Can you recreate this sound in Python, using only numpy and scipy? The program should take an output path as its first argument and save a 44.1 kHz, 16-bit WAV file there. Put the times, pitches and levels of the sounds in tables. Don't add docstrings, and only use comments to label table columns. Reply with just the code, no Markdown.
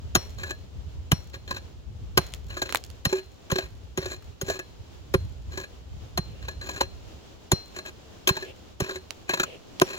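import sys
import numpy as np
from scipy import signal
from scipy.fft import rfft, irfft, next_fast_len
from scipy.io import wavfile

SR = 44100
rng = np.random.default_rng(int(sys.argv[2]) if len(sys.argv) > 2 else 0)


def waveform_to_disk(signal):
    frames = np.transpose(np.atleast_2d(signal))
    scaled = np.clip(frames, -1, 1) * 32767
    samples = np.round(scaled).astype(np.int16)
    wavfile.write(sys.argv[1], SR, samples)


N = 440118
TIME = np.arange(N) / SR
CATCH_S = 0.0078
SPRAY_DB = -31

# start in seconds, crunch in dB, sinking time in seconds, treble
# over bass in dB, earth thud in dB, low and high steel ring in dB, clank in Hz, handle jolt in dB.
BLOWS = [(.151, -10, 0.0218, 4, -19, -36, -30.5, 6740, -44),
         (1.117, -12.5, 0.0145, 1, -7.5, -41, -36.5, 3050, -54),
         (2.175, -6.5, 0.0161, 0.5, -19, -36, -45, 1587, -52),
         (3.052, -14.5, 0.018, 4.5, -15.5, -31.5, -40, 4010, -42),
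         (3.516, -16, 0.0125, 1, -15, -34.5, -44, 6970, -21),
         (3.975, -21.5, 0.017, 1.5, -23.5, -49, -45, 6640, -23),
         (4.413, -30, 0.021, 16.5, -23.5, -51, -61, 6680, -28),
         (5.14, -15, 0.0152, -4, -11.5, -43, -60, 1600, -14.5),
         (6.175, -19.5, 0.0192, 0, -17, -35.5, -54, 4150, -27.5),
         (7.517, -13, 0.017, 4.5, -9.5, -26.5, -37.5, 7080, -20.5),
         (8.273, -20.5, 0.038, 22, -16, -30, -40, 3380, -24.5),
         (8.802, -21.5, 0.0204, 2.5, -17.5, -47, -44, 7230, -23.5),
         (9.816, -6, 0.0091, -5.5, -26, -58, -38, 637, -22)]
# start in seconds, length in seconds, level in dB.
DRAGS = [(0.362, 0.18, -37), (1.327, 0.047, -36.5), (1.471, 0.13, -35.5), (2.47, 0.32, -35),
         (3.083, 0.13, -35), (3.499, .19, -35.5), (3.956, 0.23, -33.5), (4.429, .16, -32.5),
         (5.498, .17, -36.5), (6.403, 0.14, -43.5), (6.6, 0.28, -35), (7.74, .06, -42), (7.847, 0.055, -34),
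         (8.3, .17, -38), (8.788, 0.21, -32.5), (9.264, 0.18, -28), (9.845, .17, -32)]
# start in seconds, level in dB, pitch in Hz, left over right in dB.
CLODS = [(2.338, -27.5, 3340, 8), (2.693, -24, 2050, -3), (2.725, -24.5, 2200, -24),
         (2.748, -13.5, 1010, -12.5), (2.757, -23.5, 1690, 34), (2.839, -35.5, 3600, -16),
         (2.902, -37.5, 3400, -15), (4.224, -40.5, 780, 0), (9.107, -24.5, 2240, -15),
         (9.799, -25.5, 3770, -25.5)]
# frequency in Hz, width in Hz, lift when struck in dB, lift when dragged in dB.
RESONANCES = [(371, 37, 5.5, 13), (549, 24, 4, 5.5), (702, 96, 1.5, 7), (1104, 220, 4, 16.5),
              (1585, 52, 4, 17), (1627, 47, 10.5, 20.5), (1908, 96, 6, 15), (2510, 170, 7.5, 17.5),
              (2870, 110, 2.5, 2), (3156, 120, 6, 12), (3870, 88, -4.5, 13), (4130, 260, 9, 18.5),
              (5166, 146, 12, 10), (5635, 39, 2, 12.5), (6260, 50, 4, -3), (6330, 82, 16.5, -10),
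              (7090, 990, 9, 15), (7500, 240, -14, 5), (9800, 30, 16.5, 5), (10230, 190, 13, 18),
              (10950, 240, 6, 20), (13070, 1000, 5, 16.5), (15060, 570, 18.5, 13)]
# frequency in Hz, t60 in seconds, scraped level in dB.
STEEL_MODES = [(4168, 0.37, -25.5), (5583, 0.29, -45), (625.6, 0.15, -23.5), (1101, 0.058, -17.5),
               (1700, 0.11, -13), (2610, 0.099, -23.5), (4064, 0.069, -16), (5900, 0.048, -24),
               (9490, 0.12, -39)]


def crunch(split_hz=1800, crush_share=0.39, bass_stretch=1.57):
    # frequency in Hz, level in dB.
    crunch_spectrum = [(40, -25), (150, -0.5), (400, -5), (850, -7.5), (2200, -13.5), (3900, -15),
                       (4700, -20), (7400, -22.5), (8400, -33.5), (9600, -25.5), (13500, -26.5),
                       (16000, -43)]
    bass, treble = np.zeros((2, N))
    lead_in = np.linspace(0, 1, SR // 200) ** 2
    for start, db, sink_s, bright_db, *_ in BLOWS:
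        crush_s = crush_share * sink_s
        add(treble, start - len(lead_in) / SR, amp(db - 14.5) * lead_in)
        add(treble, start, amp(db - 2 + bright_db / 2) * burst(crush_s, rise=0.0008))
        add(bass, start, amp(db - bright_db / 2) * burst(crush_s * bass_stretch, rise=0.0014))
    cracks = grains(per_s=9000, spread_db=4)
    dull = signal.sosfilt(signal.butter(2, split_hz, fs=SR, output="sos"), cracks * bass)
    sharp = signal.sosfilt(signal.butter(2, split_hz, "high", fs=SR, output="sos"), cracks * treble)
    peaks = [(hz, width, db) for hz, width, db, _ in RESONANCES]
    return body(sharp - dull, crunch_spectrum, peaks)


def bites():
    return [(start, db + bright_db / 2) for start, db, _, bright_db, *_ in BLOWS]


def clanks(detune=0.017):
    out = np.zeros(N)
    for (start, bite_db), (*_, stone_hz, jolt_db) in zip(bites(), BLOWS):
        pitches = stone_hz * (1 + detune * rng.normal(size=3))
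        cluster = sum(ring(hz, t60=0.023, rise=0.00061) for hz in pitches) / 3
        add(out, start, amp(bite_db + 1.5) * cluster)
        add(out, start + 0.00254, amp(jolt_db + 7.5) * handle_knock(t60=0.053))
    return out


def handle_knock(t60, low_hz=380.4, high_hz=530):
    tune = 1 + 0.025 * rng.uniform(-0.95, 1)
    upper = amp(-5) * ring(high_hz * tune, t60=0.048, rise=0.0027)
    return ring(low_hz * tune, t60, rise=0.003) + upper


def earth_thuds(earth_hz=122, width_s=0.0039, late_s=0.0018):
    out = np.zeros(N)
    t = TIME[:SR // 16] - 1 / 32
    heave = -np.cos(2 * np.pi * earth_hz * t) * np.exp(-((t - late_s) / width_s) ** 2)
    for start, _, sink_s, _, thud_db, *_ in BLOWS:
        add(out, start + sink_s + t[0] - 0.001, amp(thud_db) * heave)
    return out


def steel_ring():
    out = np.zeros(N)
    for start, *_, low_db, high_db, _, _ in BLOWS:
        for (hz, t60, _), db in zip(STEEL_MODES, (low_db, high_db)):
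            add(out, start, amp(db) * ring(hz, t60, rise=0.00044))
    return out


def stone_catches(snags_per_s=14, spread_db=2.5, buried_s=0.2):
    # start in seconds, level in dB, handle
    # ring in dB.
    hard_catches = [(.432, -23.5, -41), (.505, -25, -38), (1.507, -20, -44), (2.567, -25.5, -38),
                    (2.617, -13, -49), (3.126, -19, -10.5), (3.5, -24.5, -45), (3.556, -18, -18.5),
                    (3.583, -16, -41), (4.056, -23, -24.5), (4.481, -24.5, -19), (4.498, -17, -21),
                    (4.59, -23, -38), (5.573, -23, -29), (6.482, -24, -53), (6.689, -22.5, -55),
                    (6.76, -29, -52), (6.807, -9.5, -27), (7.762, -28, -55), (7.785, -28.5, -38),
                    (8.289, -9, -20), (8.366, -21.5, -48), (8.423, -28.5, -25.5), (8.892, -26.5, -25),
                    (8.956, -26, -27), (9.292, -14.5, -41), (9.335, -14, -41), (9.397, -12, -34),
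                    (9.431, -16, -34)]
    snags = []
    for start, length, drag_db in DRAGS:
        count = max(round(snags_per_s * length), 1)
        for k, (place, size) in enumerate(rng.random((12, 2))[:count]):
            when = start + length * (k + place) / (count + 0.5)
            db = drag_db + 1.5 + spread_db * (2 * size - 1)
            buried = any(0 < when - blow[0] < buried_s for blow in BLOWS)
            snags.append((when, db, db + (-2 if buried else -16)))
    return hard_catches + snags


def scrapes(catches, judder_db=4, sing_db=-7, detune=0.0084, vary_db=4):
    # frequency in Hz, level in dB.
    grit_spectrum = [(40, -8.5), (150, -4), (450, -3), (900, -11), (2200, -10), (3900, -15.5),
                     (4800, -17.5), (7400, -18.5), (8500, -40), (9800, -29.5), (13500, -33), (16000, -29)]
    drag, catch, handle = np.zeros((3, N))
    for start, length, db in DRAGS:
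        add(drag, start, amp(db - 6.5) * signal.windows.tukey(int(length * SR), 0.4))
    for start, db, handle_db in catches:
        add(catch, start, amp(db - 1) * burst(CATCH_S, rise=0.0022))
        t60 = np.interp(handle_db, (-28, -15), (0.11, 0.17))
        add(handle, start, amp(handle_db - 3) * handle_knock(t60))
    judder = unit(amp(judder_db * wander(rate_hz=91)))
    force = drag * judder * grains(per_s=3500, spread_db=1.5)
    force += catch * grains(per_s=9000, spread_db=-1)
    blade = sum(amp(db + sing_db) * unit(ring(hz, t60, rise=0.00071)) for hz, t60, db in STEEL_MODES)
    sing = signal.oaconvolve(force, blade / np.sqrt(len(blade)))[:N]
    contacts = np.array([amp(10 * wander(rate_hz=6)) for _ in range(3)])
    grind = np.zeros(N)
    for share in contacts / contacts.sum(0):
        peaks = [(hz * (1 + detune * rng.uniform(-1.07, 1)), width, db + vary_db * rng.normal())
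                 for hz, width, _, db in RESONANCES]
        grind += body(force * share, grit_spectrum, peaks)
    return grind + handle + sing


def stone_clacks(catches, light_hz=3400, heavy_hz=850):
    out = np.zeros(N)
    for start, db, _ in catches:
        weight = np.interp(db, (-36, -21), (0, 1))
        stone_hz = light_hz * (heavy_hz / light_hz) ** weight * np.exp(0.247 * rng.normal())
        for delay, size, detune in rng.random((3, 3)):
            clack = ring(stone_hz * (0.876 + 0.22 * detune), t60=0.033, rise=0.00061)
            add(out, start + delay * CATCH_S, amp(db - 4) * size * clack)
        clink_db = min(db, -26) + 4
        for hz, t60, mode_db in STEEL_MODES:
            place_db = 5 * rng.uniform(-1.4, 1)
            clink = amp(clink_db + mode_db + place_db) * ring(hz, t60, rise=0.00071)
            add(out, start + CATCH_S / 2, clink)
    return out


def soil_spray(settle_s=0.079, trickle_s=0.017, crumble_s=0.016):
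    # frequency in Hz, level in dB.
    spray_spectrum = [(60, -25.5), (400, 8), (1500, -2.5), (3000, -2.5), (6500, -10), (8500, -20),
                      (11000, -17.5), (16000, -19)]
    flow, t = np.zeros(N), TIME[:SR]
    for start, db in bites():
        add(flow, start, amp(db + SPRAY_DB) * (1 - np.exp(-t / 0.013)) * np.exp(-t / settle_s))
    for start, length, db in DRAGS:
        trickle = (1 - np.exp(-2 * t / length)) * np.exp(-t / (trickle_s + length / 2))
        add(flow, start + length / 2, amp(db - 15) * trickle)
    for start, db, *_ in CLODS:
        add(flow, start, amp(db - 19) * np.exp(-t / crumble_s))
    return np.array([body(flow * grains(per_s=1800, spread_db=-2.5), spray_spectrum) for _ in range(2)])


def soil_slides():
    # start in seconds, length in seconds, level in dB.
    slides = [(6.184, 0.38, -56.5), (8.429, .11, -44.5), (9.418, .18, -44.5)]
    # frequency in Hz, level in dB.
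    soil_spectrum = [(150, -12), (520, 9), (1000, -16), (1900, -13), (2800, 2), (4200, -18), (7500, -24),
                     (10000, -32)]
    flow = np.zeros(N)
    for start, length, db in slides:
        add(flow, start, amp(db) * signal.windows.tukey(int(length * SR), 0.7))
    return np.array([body(flow * grains(per_s=6000, spread_db=4.5), soil_spectrum) for _ in range(2)])


def grit_ticks(flight_s=0.1, spill_s=0.034):
    # frequency in Hz, level in dB.
    leaf_spectrum = [(100, -34), (1000, -8), (3500, 2), (7000, 8), (8500, -6), (16000, -5)]
    flow, t = np.zeros(N), TIME[:SR]
    shower = t / flight_s * np.exp(1 - t / flight_s)
    for start, db in bites():
        add(flow, start, amp(db + SPRAY_DB - 22) * shower)
    for start, db, *_ in CLODS:
        add(flow, start, amp(db - 27) * np.exp(-t / spill_s))
    flex = rng.standard_normal(SR // 100) * np.exp(-t[:SR // 100] / 0.002)
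    flex /= np.linalg.norm(flex)
    hits = [body(flow * grains(per_s=160, spread_db=10), leaf_spectrum) for _ in range(2)]
    left, right = (signal.oaconvolve(side, flex)[:N] for side in hits)
    return np.array([left + 0.5 * right, right + 0.5 * left])


def clod_taps(fade_s=0.001, width_octaves=1.13, snap_db=-19):
    out, t = np.zeros((2, N)), TIME[:SR // 40]
    hz = np.fft.rfftfreq(len(t), 1 / SR)
    for start, db, tap_hz, side_db in CLODS:
        colour = np.exp(-(np.log2((hz + 1) / tap_hz) / width_octaves) ** 2) + amp(snap_db)
        noise = unit(irfft(rfft(rng.standard_normal(len(t))) * colour, len(t)))
        pan_db = np.array([[side_db], [-side_db]]) / 2
        add(out, start, amp(db + pan_db) * noise * np.exp(-t / fade_s))
    return out


def microphone_ports(x):
    # frequency in Hz, lead of the left in radians.
    phase_lead = [(0, 0), (400, 0.83), (1120, 2), (2000, 2.5), (3000, 4), (4130, 4.5), (4900, 3.5),
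                  (5600, 4.5), (7600, 8), (10000, 7.5), (12000, 13), (16000, 20.5)]
    # frequency in Hz, left over right in dB.
    side_balance = [(60, -2), (200, -5.5), (380, -2.5), (700, -0.5), (1300, -1), (2400, 4), (4400, 2),
                    (9000, 5.5), (11000, 6.5), (15000, 13)]
    size = next_fast_len(N + SR, real=True)
    hz = np.fft.rfftfreq(size, 1 / SR)
    lead = np.interp(hz, *np.transpose(phase_lead))
    left = amp(level_at(side_balance, hz) / 2) * np.exp(0.5j * lead)
    return irfft(rfft(x, size) * np.array([left, 1 / left]), size)[:, :N]


def bush_reflections(x, level_db=-14, t60=0.044):
    t = TIME[:SR // 3]
    taps = rng.standard_normal((2, len(t))) * (rng.random((2, len(t))) < 0.05)
    taps *= (t > 0.002) * np.exp(-np.log(1000) * t / t60)
    return amp(level_db) * signal.oaconvolve(x[None], taps / np.linalg.norm(taps[0]), axes=1)[:, :N]


def breeze(lumps_db=3, flutter_db=1.54, shared=0.39):
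    # frequency in Hz, level in dB.
    wind_spectrum = [(15, -38), (35, -16), (65, 0), (95, -5), (150, -17), (250, -29), (600, -49),
                     (2000, -74.5)]
    hiss_spectrum = [(20, -2), (100, 1), (400, 0.5), (1000, -9.5), (1700, -15), (2100, -16.5),
                     (3000, -12.5), (5500, -18), (7200, -19.5), (8400, -31), (12000, -33), (16000, -30)]
    # time in seconds, level in dB.
    gust_levels = [(0.0, -45.5), (0.22, -42.5), (1.83, -48), (2.03, -44), (3.45, -56), (3.67, -47.5),
                   (4.89, -53.5), (5.23, -39), (5.78, -53), (6.09, -44), (7.09, -47.5), (7.23, -56.5),
                   (9.76, -61.5), (9.98, -60)]
    tree_levels = [(0, -53), (4, -54), (6.6, -50.5), (9.98, -50)]
    lumps = unit(amp(lumps_db * wander(rate_hz=15.7)))
    buffet = amp(np.interp(TIME, *np.transpose(gust_levels)) + 6) * lumps
    rustle = amp(np.interp(TIME, *np.transpose(tree_levels)) + flutter_db * wander(rate_hz=7.7))
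    common = coloured(wind_spectrum)
    sides = []
    for _ in range(2):
        rumble = np.sqrt(shared) * common + np.sqrt(1 - shared) * coloured(wind_spectrum)
        sides.append(buffet * rumble + rustle * coloured(hiss_spectrum))
    return np.array(sides)


def amp(db):
    return 10 ** (np.asarray(db) / 20)


def unit(x):
    return x / np.sqrt(np.mean(x ** 2) + 1e-20)


def level_at(spectrum, hz):
    point_hz, db = np.transpose(spectrum)
    return np.interp(np.log(hz + 1), np.log(point_hz + 1), db)


def add(mix, start, sound):
    part = mix[..., max(round(start * SR), 0):][..., :sound.shape[-1]]
    part += sound[..., :part.shape[-1]]


def coloured(spectrum):
    gain = amp(level_at(spectrum, np.fft.rfftfreq(N, 1 / SR)))
    return unit(irfft(rfft(rng.standard_normal(N)) * gain, N))


def wander(rate_hz):
    rolloff = np.exp(-(np.fft.rfftfreq(N, 1 / SR) / rate_hz) ** 2)
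    return unit(irfft(rfft(rng.standard_normal(N)) * rolloff, N))


def grains(per_s, spread_db):
    size = amp(spread_db * np.minimum(rng.exponential(1, N), 3)) * rng.choice([-1, 1], N)
    return unit(size * (rng.random(N) < per_s / SR))


def body(x, spectrum, peaks=(), size=8192):
    hz = np.fft.rfftfreq(size, 1 / SR)
    lift = 1 + sum(amp(db) ** 2 / (1 + (2 * (hz - f) / width) ** 2) for f, width, db in peaks)
    log_gain = np.log(amp(level_at(spectrum, hz)) * np.sqrt(lift))
    mirrored = np.concatenate([log_gain, log_gain[-2:0:-1]])
    taps = np.fft.ifft(np.exp(np.conj(signal.hilbert(mirrored)))).real[:size // 2]
    return signal.oaconvolve(x, taps / np.linalg.norm(taps))[:N]


def burst(length, rise):
    t = TIME[:SR // 8]
    return (1 - np.exp(-t / rise)) * np.exp(-(t / length) ** 1.42)


def ring(hz, t60, rise):
    t = TIME[:SR // 2]
    return np.sin(2 * np.pi * hz * t) * (1 - np.exp(-t / rise)) * np.exp(-np.log(1000) * t / t60)


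def scene():
    catches = stone_catches()
    blows = crunch() + clanks() + earth_thuds() + steel_ring()
    pick = blows + scrapes(catches) + stone_clacks(catches)
    placed_pick = microphone_ports(pick) + bush_reflections(pick)
    debris = soil_spray() + soil_slides() + grit_ticks() + clod_taps()
    return placed_pick + debris + breeze()


def record(dry):
    lowpass = signal.firwin(255, 16200, window=("kaiser", 8), fs=SR)
    return signal.oaconvolve(np.clip(dry, -1, 1), lowpass[None], "same")


dry = scene()
out = record(dry)
waveform_to_disk(out)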